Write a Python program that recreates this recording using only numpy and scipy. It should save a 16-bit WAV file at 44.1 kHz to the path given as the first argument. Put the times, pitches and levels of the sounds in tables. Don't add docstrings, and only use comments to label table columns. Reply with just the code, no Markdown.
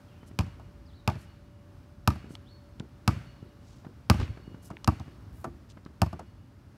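import sys
import numpy as np
from scipy import signal
from scipy.fft import rfft, irfft, next_fast_len
from scipy.io import wavfile

SR = 44100
rng = np.random.default_rng(int(sys.argv[2]) if len(sys.argv) > 2 else 0)


def int16_out(signal):
    q = np.round(np.clip(np.atleast_2d(signal).T, -1, 1) * 32767)
    wavfile.write(sys.argv[1], SR, q.astype(np.int16))


N = 298545
SIZE = 16384
AGE = np.arange(SIZE) / SR
TIME = np.arange(N) / SR


def amp(db):
    return 10 ** (np.asarray(db) / 20)


def peak(x, db):
    return x * amp(db) / np.abs(x).max()


def unit(x):
    return x / np.sqrt(np.mean(x ** 2))


def add(track, s, x):
    start = max(0, int(round(s * SR)))
    track[start:start + len(x)] += x[:N - start]


def fade(t60, age=AGE):
    return np.exp(-np.log(1000) * age / t60)


def noise(size=SIZE):
    return rng.standard_normal(size)


def butter(x, hz, kind, order):
    return signal.sosfilt(signal.butter(order, hz, kind, fs=SR, output="sos"), x)


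def band(x, hz, octaves):
    edges = np.clip([hz / 2 ** (octaves / 2), hz * 2 ** (octaves / 2)], 1, SR / 2 - 1)
    return butter(x, edges, "band", order=2)


def colour(x, points):
    size = next_fast_len(len(x) + SIZE, True) // 2 * 2
    hz, db = np.transpose(points)
    bins = np.maximum(np.fft.rfftfreq(size, 1 / SR), 1)
    cepstrum = irfft(np.log(amp(np.interp(np.log(bins), np.log(hz), db))))
    cepstrum[1:size // 2] *= 2
    cepstrum[size // 2 + 1:] = 0
    return irfft(rfft(x, size) * np.exp(rfft(cepstrum)))[:len(x)]


def walk(rate):
    knots = noise(int(N / SR * rate) + 2)
    return unit(np.interp(TIME * rate, np.arange(len(knots)), knots))


def ring(modes, scatter_db=3.0):
    total = 0
    for k, (hz, db, t60) in enumerate(modes):
        level_chance, pitch_chance = rng.standard_normal(2)
        tone = np.sin(2 * np.pi * hz * (1 + 0.013 * pitch_chance) * AGE)
        total = total + (-1) ** k * amp(db + scatter_db * level_chance) * fade(t60) * tone
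    return total


def swell(grains, length, db):
    return amp(db) * unit(grains) * np.sin(np.pi * np.minimum(AGE / length, 1))


# (time [s], thump peak [dB], gain of thump modes above the main one [dB],
# ping peak [dB], favoured ping frequency [Hz], lift-off gain [dB], relative crack level [dB],
# crack tilt [dB per octave], gain of yard tail and after-ring [dB])
DRIBBLED_BOUNCES = [(0.389, -17.3, -2.5, -27.5, 900, -0.5, -15.5, -1, -3),
                    (1.0762, -16.2, 3, -17, 910, -4.5, -13, -0.9, 0),
                    (2.0753, -13, 4, -13.5, 1070, -26, -12, 1.7, 1),
                    (3.0770, -12, 3.5, -16, 1200, -7, -11, -0.2, 4),
                    (4.0990, -9, 3, -14.5, 1130, -5.5, -5.5, -0.1, 7.5),
                    (4.8757, -11, 9, -13.5, 1060, -5, -16, 1.1, -0.5),
                    (6.0174, -13, -3, -13.5, 840, -7.5, -15, 2.6, -3.5)]
# (frequency [Hz], gain [dB])
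RADIATED_SPECTRUM = [(30, -8), (60, 34), (110, 28), (200, 21.5), (450, 8), (1100, 16.5), (1800, 5.5),
                     (2700, 6), (5000, -1.5), (7000, -8), (16000, -22.5)]
CONTACT_S, CONTACT_S_PER_DB = .0098, .0001


def dribble():
    out = np.zeros(N)
    radiated = colour(signal.unit_impulse(SIZE), RADIATED_SPECTRUM)
    for s, thump_db, wobble_db, ping_db, ping_hz, lift_db, crack_db, tilt_db, tail_db in DRIBBLED_BOUNCES:
        contact_s = CONTACT_S - CONTACT_S_PER_DB * wobble_db
        sound = bounce(contact_s, thump_db, wobble_db, ping_db, ping_hz, lift_db, crack_db, tilt_db)
        add(out, s, sound)
        add(out, s, after_ring(tail_db))
        add(out, s, amp(tail_db) * yard(radiated))
        out += echoes(s, sound)
    return out


# (nominal frequency [Hz], relative level [dB], t60 [s])
SQUASHED_MODES = [(154.3, 0, 0.059), (70.6, -7, 0.051), (203.5, -12.5, 0.05), (273.5, -8, 0.07),
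                  (321.4, -14, 0.08)]
# (nominal frequency [Hz], relative level [dB], t60 [s])
BALL_MODES = [(348, -7, 0.12), (588, -13, 0.058), (653, 3, 0.037), (757, 1, 0.033), (886, -3.5, 0.04),
              (927, -4, 0.05), (1022, -3, 0.029), (1153.6, -1, 0.047), (1274, 4, 0.02), (1343, -2, 0.027),
              (1476, -2, 0.025), (1774, -16.5, 0.085), (2265, -21, 0.0486), (2760, -3, 0.0162),
              (2806, -9.5, 0.0209)]
# (frequency [Hz], gain [dB])
CRACK_SPECTRUM = [(200, -16), (380, 3.5), (900, 4), (1400, 1.5), (1900, -4), (2600, 7), (3400, -5),
                  (5200, 1), (6200, -8.5), (7200, -9), (9700, -14.5), (12000, -11), (16000, -25)]


def bounce(contact_s, thump_db, wobble_db, ping_db, ping_hz, lift_db, crack_db, tilt_db):
    squash = np.cos(np.pi * AGE / contact_s) * (AGE < contact_s)
    main_hz = SQUASHED_MODES[0][0]
    deep_modes = [(hz, db + wobble_db * (hz > main_hz), t60) for hz, db, t60 in SQUASHED_MODES]
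    swing = signal.fftconvolve(squash, ring(deep_modes, scatter_db=2.0))[:SIZE]
    drawn_air = amp(-11.5) * butter(squash, 684, "low", order=2)
    thump = peak(butter(peak(swing, 0) - drawn_air, 71.0, "high", order=4), thump_db)

    ping_modes = [(hz, db + 9 * np.exp(-(np.log2(hz / ping_hz) / 0.49) ** 2), t60)
                  for hz, db, t60 in BALL_MODES]
    ping = peak(ring(ping_modes, scatter_db=0.87), ping_db)

    grit = noise() * (fade(0.016) + amp(-25.5) * fade(0.19)) * np.minimum(AGE / 0.0016, 1)
    grit[int(.0007 * SR)] -= 7
    tilted = [(hz, db + tilt_db * np.log2(hz / 3000)) for hz, db in CRACK_SPECTRUM]
    crack = amp(crack_db - 31) * unit(colour(grit, tilted))

    lift = np.interp(AGE - 1.17 * contact_s, AGE, ping + amp(-19.5) * crack, left=0)
    return thump + ping + crack + amp(lift_db) * lift


# (frequency [Hz], level before the bounce's tail gain [dB], t60 [s])
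LINGERING_TONES = [(2884, -71, 2.24), (4420, -69.5, 1.3)]


def after_ring(db):
    age = np.arange(2 * SR) / SR
    total = 0
    for hz, level, t60 in LINGERING_TONES:
        flicker = unit(band(noise(len(age)), hz, octaves=0.011))
        total = total + amp(db + level) * flicker * fade(t60, age)
    return total


# (time [s], garage delay [s], garage treble gain [dB],
# house delay [s], house treble gain [dB])
WALL_DELAYS = [(.39, .019, 9, 0.075, -5), (2.08, .027, 7, 0.081, -9), (3.08, .029, 1, 0.083, -30),
               (4.101, .043, 3, 0.1, 1.5), (4.878, .046, -11, .122, -1), (6.019, .044, 4.5, 0.11, -1.5)]
GARAGE_DB, GARAGE_REF_S = -16.5, 0.021
HOUSE_DB, HOUSE_REF_S = -16, 0.073
NEAR_WALL_S, FAR_WALL_S = .042, .18


def echoes(s, sound):
    out = np.zeros(N)
    times, *columns = np.transpose(WALL_DELAYS)
    garage_s, garage_treble_db, house_s, house_treble_db = (np.interp(s, times, c) for c in columns)
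    add(out, s + garage_s, wall(sound, GARAGE_DB, garage_treble_db) * GARAGE_REF_S / garage_s)
    add(out, s + house_s, wall(sound, HOUSE_DB, house_treble_db) * HOUSE_REF_S / house_s)
    add(out, s + NEAR_WALL_S, wall(sound, db=-15.0, treble_db=-10.5))
    add(out, s + FAR_WALL_S, wall(sound, db=-30.5, treble_db=-7))
    return out


def wall(sound, db, treble_db):
    short = SIZE // 16
    laps = noise(short) * fade(0.021, AGE[:short])
    treble = butter(sound, 360, "high", order=2)
    treble = signal.fftconvolve(treble, laps / np.linalg.norm(laps))[:SIZE]
    treble = colour(treble, [(1000, -3.5), (9000, -9.5)])
    return amp(db) * (butter(sound, 380, "low", order=2) + amp(treble_db) * treble)


# (centre [Hz], relative level [dB], t60 [s])
TAIL_BANDS = [(60.6, -18.5, 0.63), (111.7, -7, 0.83), (239, -11.5, 0.67), (464, -11.5, 0.78), (960, -25, 1),
              (1960, -10, 0.81), (4300, -18, 1), (8160, -11, 0.62), (16140, -12, 0.79)]


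def yard(x):
    age = np.arange(SR) / SR
    tail = 0
    for hz, db, t60 in TAIL_BANDS:
        build_up = 1 - np.exp(-age / 0.0028)
        tail = tail + amp(db - 37.5) * band(noise(SR), hz, 1) * fade(t60, age) * build_up
    return signal.fftconvolve(x, tail)[:N]


def player():
    out = palms() + thuds_clicks_brushes()
    return out + amp(-9) * yard(out)


# (time [s], ring peak [dB], palm slap peak [dB])
PALM_BLOWS = [(0.595, -45, -50), (4.701, -36, -39.5), (5.442, -25.5, -30.5), (6.128, -35.5, -43),
              (6.192, -37.5, -36)]
HAND_RING = 2.54
HAND_ATTACK_S, HAND_TOP_HZ = 0.0028, 1920


def palms():
    out = np.zeros(N)
    landing = np.minimum(AGE / HAND_ATTACK_S, 1)
    modes = [(hz, level - 3 * np.log2(hz / 1000), t60 * HAND_RING) for hz, level, t60 in BALL_MODES]
    for s, db, slap_db in PALM_BLOWS:
        tone = butter(ring(modes, scatter_db=0.5), HAND_TOP_HZ, "low", order=4) * landing
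        slap = band(noise(), 690, 1.3) * fade(0.08) * landing
        skin = band(noise(), 4500, 2.0) * fade(0.033) * landing
        push = swell(band(noise(), 195, 1.53), length=0.057, db=db - 14)
        add(out, s, peak(tone, db) + peak(slap, slap_db) + peak(skin, slap_db - 10.5) + push)
    return out


# (time [s], thud peak [dB], noise peak [dB])
DULL_THUDS = [(0.23, -45.5, -46.5), (0.312, -38.5, -48.5), (2.243, -35, -49), (2.306, -32, -48),
              (2.803, -26.5, -40.5), (3.427, -34.5, -55), (3.847, -45, -39.5), (3.866, -32, -48.5),
              (4.213, -26, -32), (4.372, -38, -39), (4.477, -33, -59), (4.544, -33.5, -43.5),
              (4.710, -30.5, -39.5), (5.079, -36.5, -44), (5.771, -41, -42), (5.861, -34, -39.5)]
THUD_HZ, THUD_REF_DB, THUD_DB_PER_OCTAVE = 218, -35, 30
RUMBLE_S, RUMBLE_HZ, RUMBLE_DB = 0.061, 268, -21.5
# (time [s], peak [dB], band centre [Hz])
SHORT_CLICKS = [(2.3527, -32.5, 2800), (2.7983, -32, 4170), (4.279, -40, 1950), (4.769, -33, 1770),
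                (4.845, -23, 4500), (4.998, -42, 4600), (5.851, -46.5, 4100)]
KNOCK_HZ, KNOCK_DB = 1080, -11.5
# (time [s], length [s], rms level before swell and grip [dB], band centre [Hz])
BRUSHES = [(0.259, 0.042, -64.5, 7000), (1.17, 0.09, -65, 6960), (2.287, 0.081, -63, 6430),
           (3.599, 0.25, -68, 4300), (4.163, 0.11, -51, 2500), (4.618, 0.079, -60, 7600),
           (5.304, 0.2, -68.5, 10000), (5.687, 0.04, -60.5, 3930)]


def thuds_clicks_brushes():
    out = np.zeros(N)
    for s, db, noise_db in DULL_THUDS:
        thud_hz = THUD_HZ * 2 ** ((THUD_REF_DB - db) / THUD_DB_PER_OCTAVE)
        thud = band(fade(0.012), thud_hz, 1.56)
        rough = band(noise(), 590, 2.3) * fade(0.031) * (1 - np.exp(-AGE / 0.0018))
        rumble = swell(band(noise(), RUMBLE_HZ, 1.0), RUMBLE_S, db + RUMBLE_DB)
        add(out, s, peak(thud, db) + peak(rough, noise_db) + rumble)
    for s, db, hz in SHORT_CLICKS:
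        click = signal.unit_impulse(SIZE) + 0.22 * noise() * fade(0.0097)
        knock = band(click, KNOCK_HZ, 0.78)
        add(out, s, peak(band(click, hz, 0.91), db) + peak(knock, db + KNOCK_DB))
    for s, length, db, hz in BRUSHES:
        grains = noise() * amp(6.3 * noise())
        catching = amp(2 * walk(149)[:SIZE])
        add(out, s, swell(band(grains, hz, 1.42), length, db) * catching)
    return out


# (time [s], length [s], rms level before the swell [dB])
AIR_PUFFS = [(4.18, 0.073, -27), (4.269, 0.07, -37.5)]
BUFFET_HZ, BUFFET_RUSTLE_HZ, BUFFET_RUSTLE_DB = 73.6, 257, -12


def buffets():
    out = np.zeros(N)
    for s, length, db in AIR_PUFFS:
        add(out, s, swell(band(noise(), BUFFET_HZ, 1.28), length, db))
        add(out, s, swell(band(noise(), BUFFET_RUSTLE_HZ, 0.78), length, db + BUFFET_RUSTLE_DB))
    return out


# (time of the dip [s], fall time [s], dip frequency [Hz], top frequency [Hz],
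# final sag in frequency [Hz], relative level [dB])
BIRD_SLURS = [(.14, .065, 2440, 3104, 50, -57.5), (0.916, 0.063, 2950, 4520, 703, -56.5),
              (2.455, .005, 2800, 4405, 30, -51.5), (3.425, .055, 2780, 4000, 302, -67)]
SLUR_START = 1.5
SLUR_RISE_S, SLUR_HOLD_S, SLUR_RELEASE_S = 0.041, 0.032, 0.027
SLUR_DIP_DB = -3


def bird():
    out = np.zeros(N)
    for s, fall_s, dip_hz, top_hz, sag_hz, db in BIRD_SLURS:
        height = np.interp(TIME - s, [-fall_s, 0, SLUR_RISE_S], [SLUR_START, 0, 1])
        sag = sag_hz * np.clip((TIME - s - SLUR_RISE_S) / SLUR_RELEASE_S, 0, 1)
        pitch = (dip_hz + (top_hz - dip_hz) * height - sag) * (1 + 0.012 * walk(280))
        edges = s - fall_s + np.cumsum([0, .01, fall_s + SLUR_RISE_S + SLUR_HOLD_S, SLUR_RELEASE_S])
        gate = np.interp(TIME, edges, [0, 1, 1, 0])
        level = amp(db + SLUR_DIP_DB * (SLUR_START - height))
        out += gate * level * np.sin(2 * np.pi * np.cumsum(pitch) / SR)
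    leaves = noise() * fade(0.05)
    smeared = signal.fftconvolve(out, leaves / np.linalg.norm(leaves))[:N]
    return amp(-8.5) * smeared + amp(7) * yard(out)


# (frequency [Hz], gain [dB])
OUTDOOR_SPECTRUM = [(25, -41.5), (50, -3), (108, -2), (145, -9.5), (200, -12), (280, -15), (480, -29),
                    (750, -30.5), (1370, -32.5), (2000, -39), (3200, -44), (5200, -45), (7000, -51.5),
                    (16000, -57)]
# (time [s], rumble level [dB], hiss level [dB])
AIR_LEVELS = [(0, -52, -57.5), (.8, -51, -60.5), (4.0, -52, -59.5), (5.3, -48, -57.5), (5.8, -52, -60.5)]
HUM_HZ, HUM_DB = 579.6, -64.5
HUM_DROP_DB, HUM_DROP_S, HUM_DROP_LENGTH_S = -7.5, 3.2, 2.6


def outdoors():
    low = butter(colour(noise(N), OUTDOOR_SPECTRUM), 320, "low", order=2)
    high = butter(colour(noise(N), OUTDOOR_SPECTRUM), 311, "high", order=2)
    s, rumble_db, hiss_db = np.transpose(AIR_LEVELS)
    rumble = unit(low) * amp(np.interp(TIME, s, rumble_db) + 1.2 * walk(9))
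    hiss = unit(high) * amp(np.interp(TIME, s, hiss_db) + .5 * walk(4.5))
    hum = np.sin(2 * np.pi * np.cumsum(HUM_HZ * (1 + 0.00825 * walk(40))) / SR)
    turned = np.clip((TIME - HUM_DROP_S) / HUM_DROP_LENGTH_S, 0, 1)
    return rumble + hiss + hum * amp(HUM_DB + HUM_DROP_DB * turned + 2 * walk(15))


def scene():
    return (dribble() + player() + buffets() + bird() + outdoors())[None]


TOP_HZ = 15600


def record(dry):
    without_bass = butter(dry, 11, "high", order=1)
    return signal.sosfilt(signal.ellip(8, .2, 80, TOP_HZ, fs=SR, output="sos"), without_bass)


dry = scene()
out = record(dry)
int16_out(out)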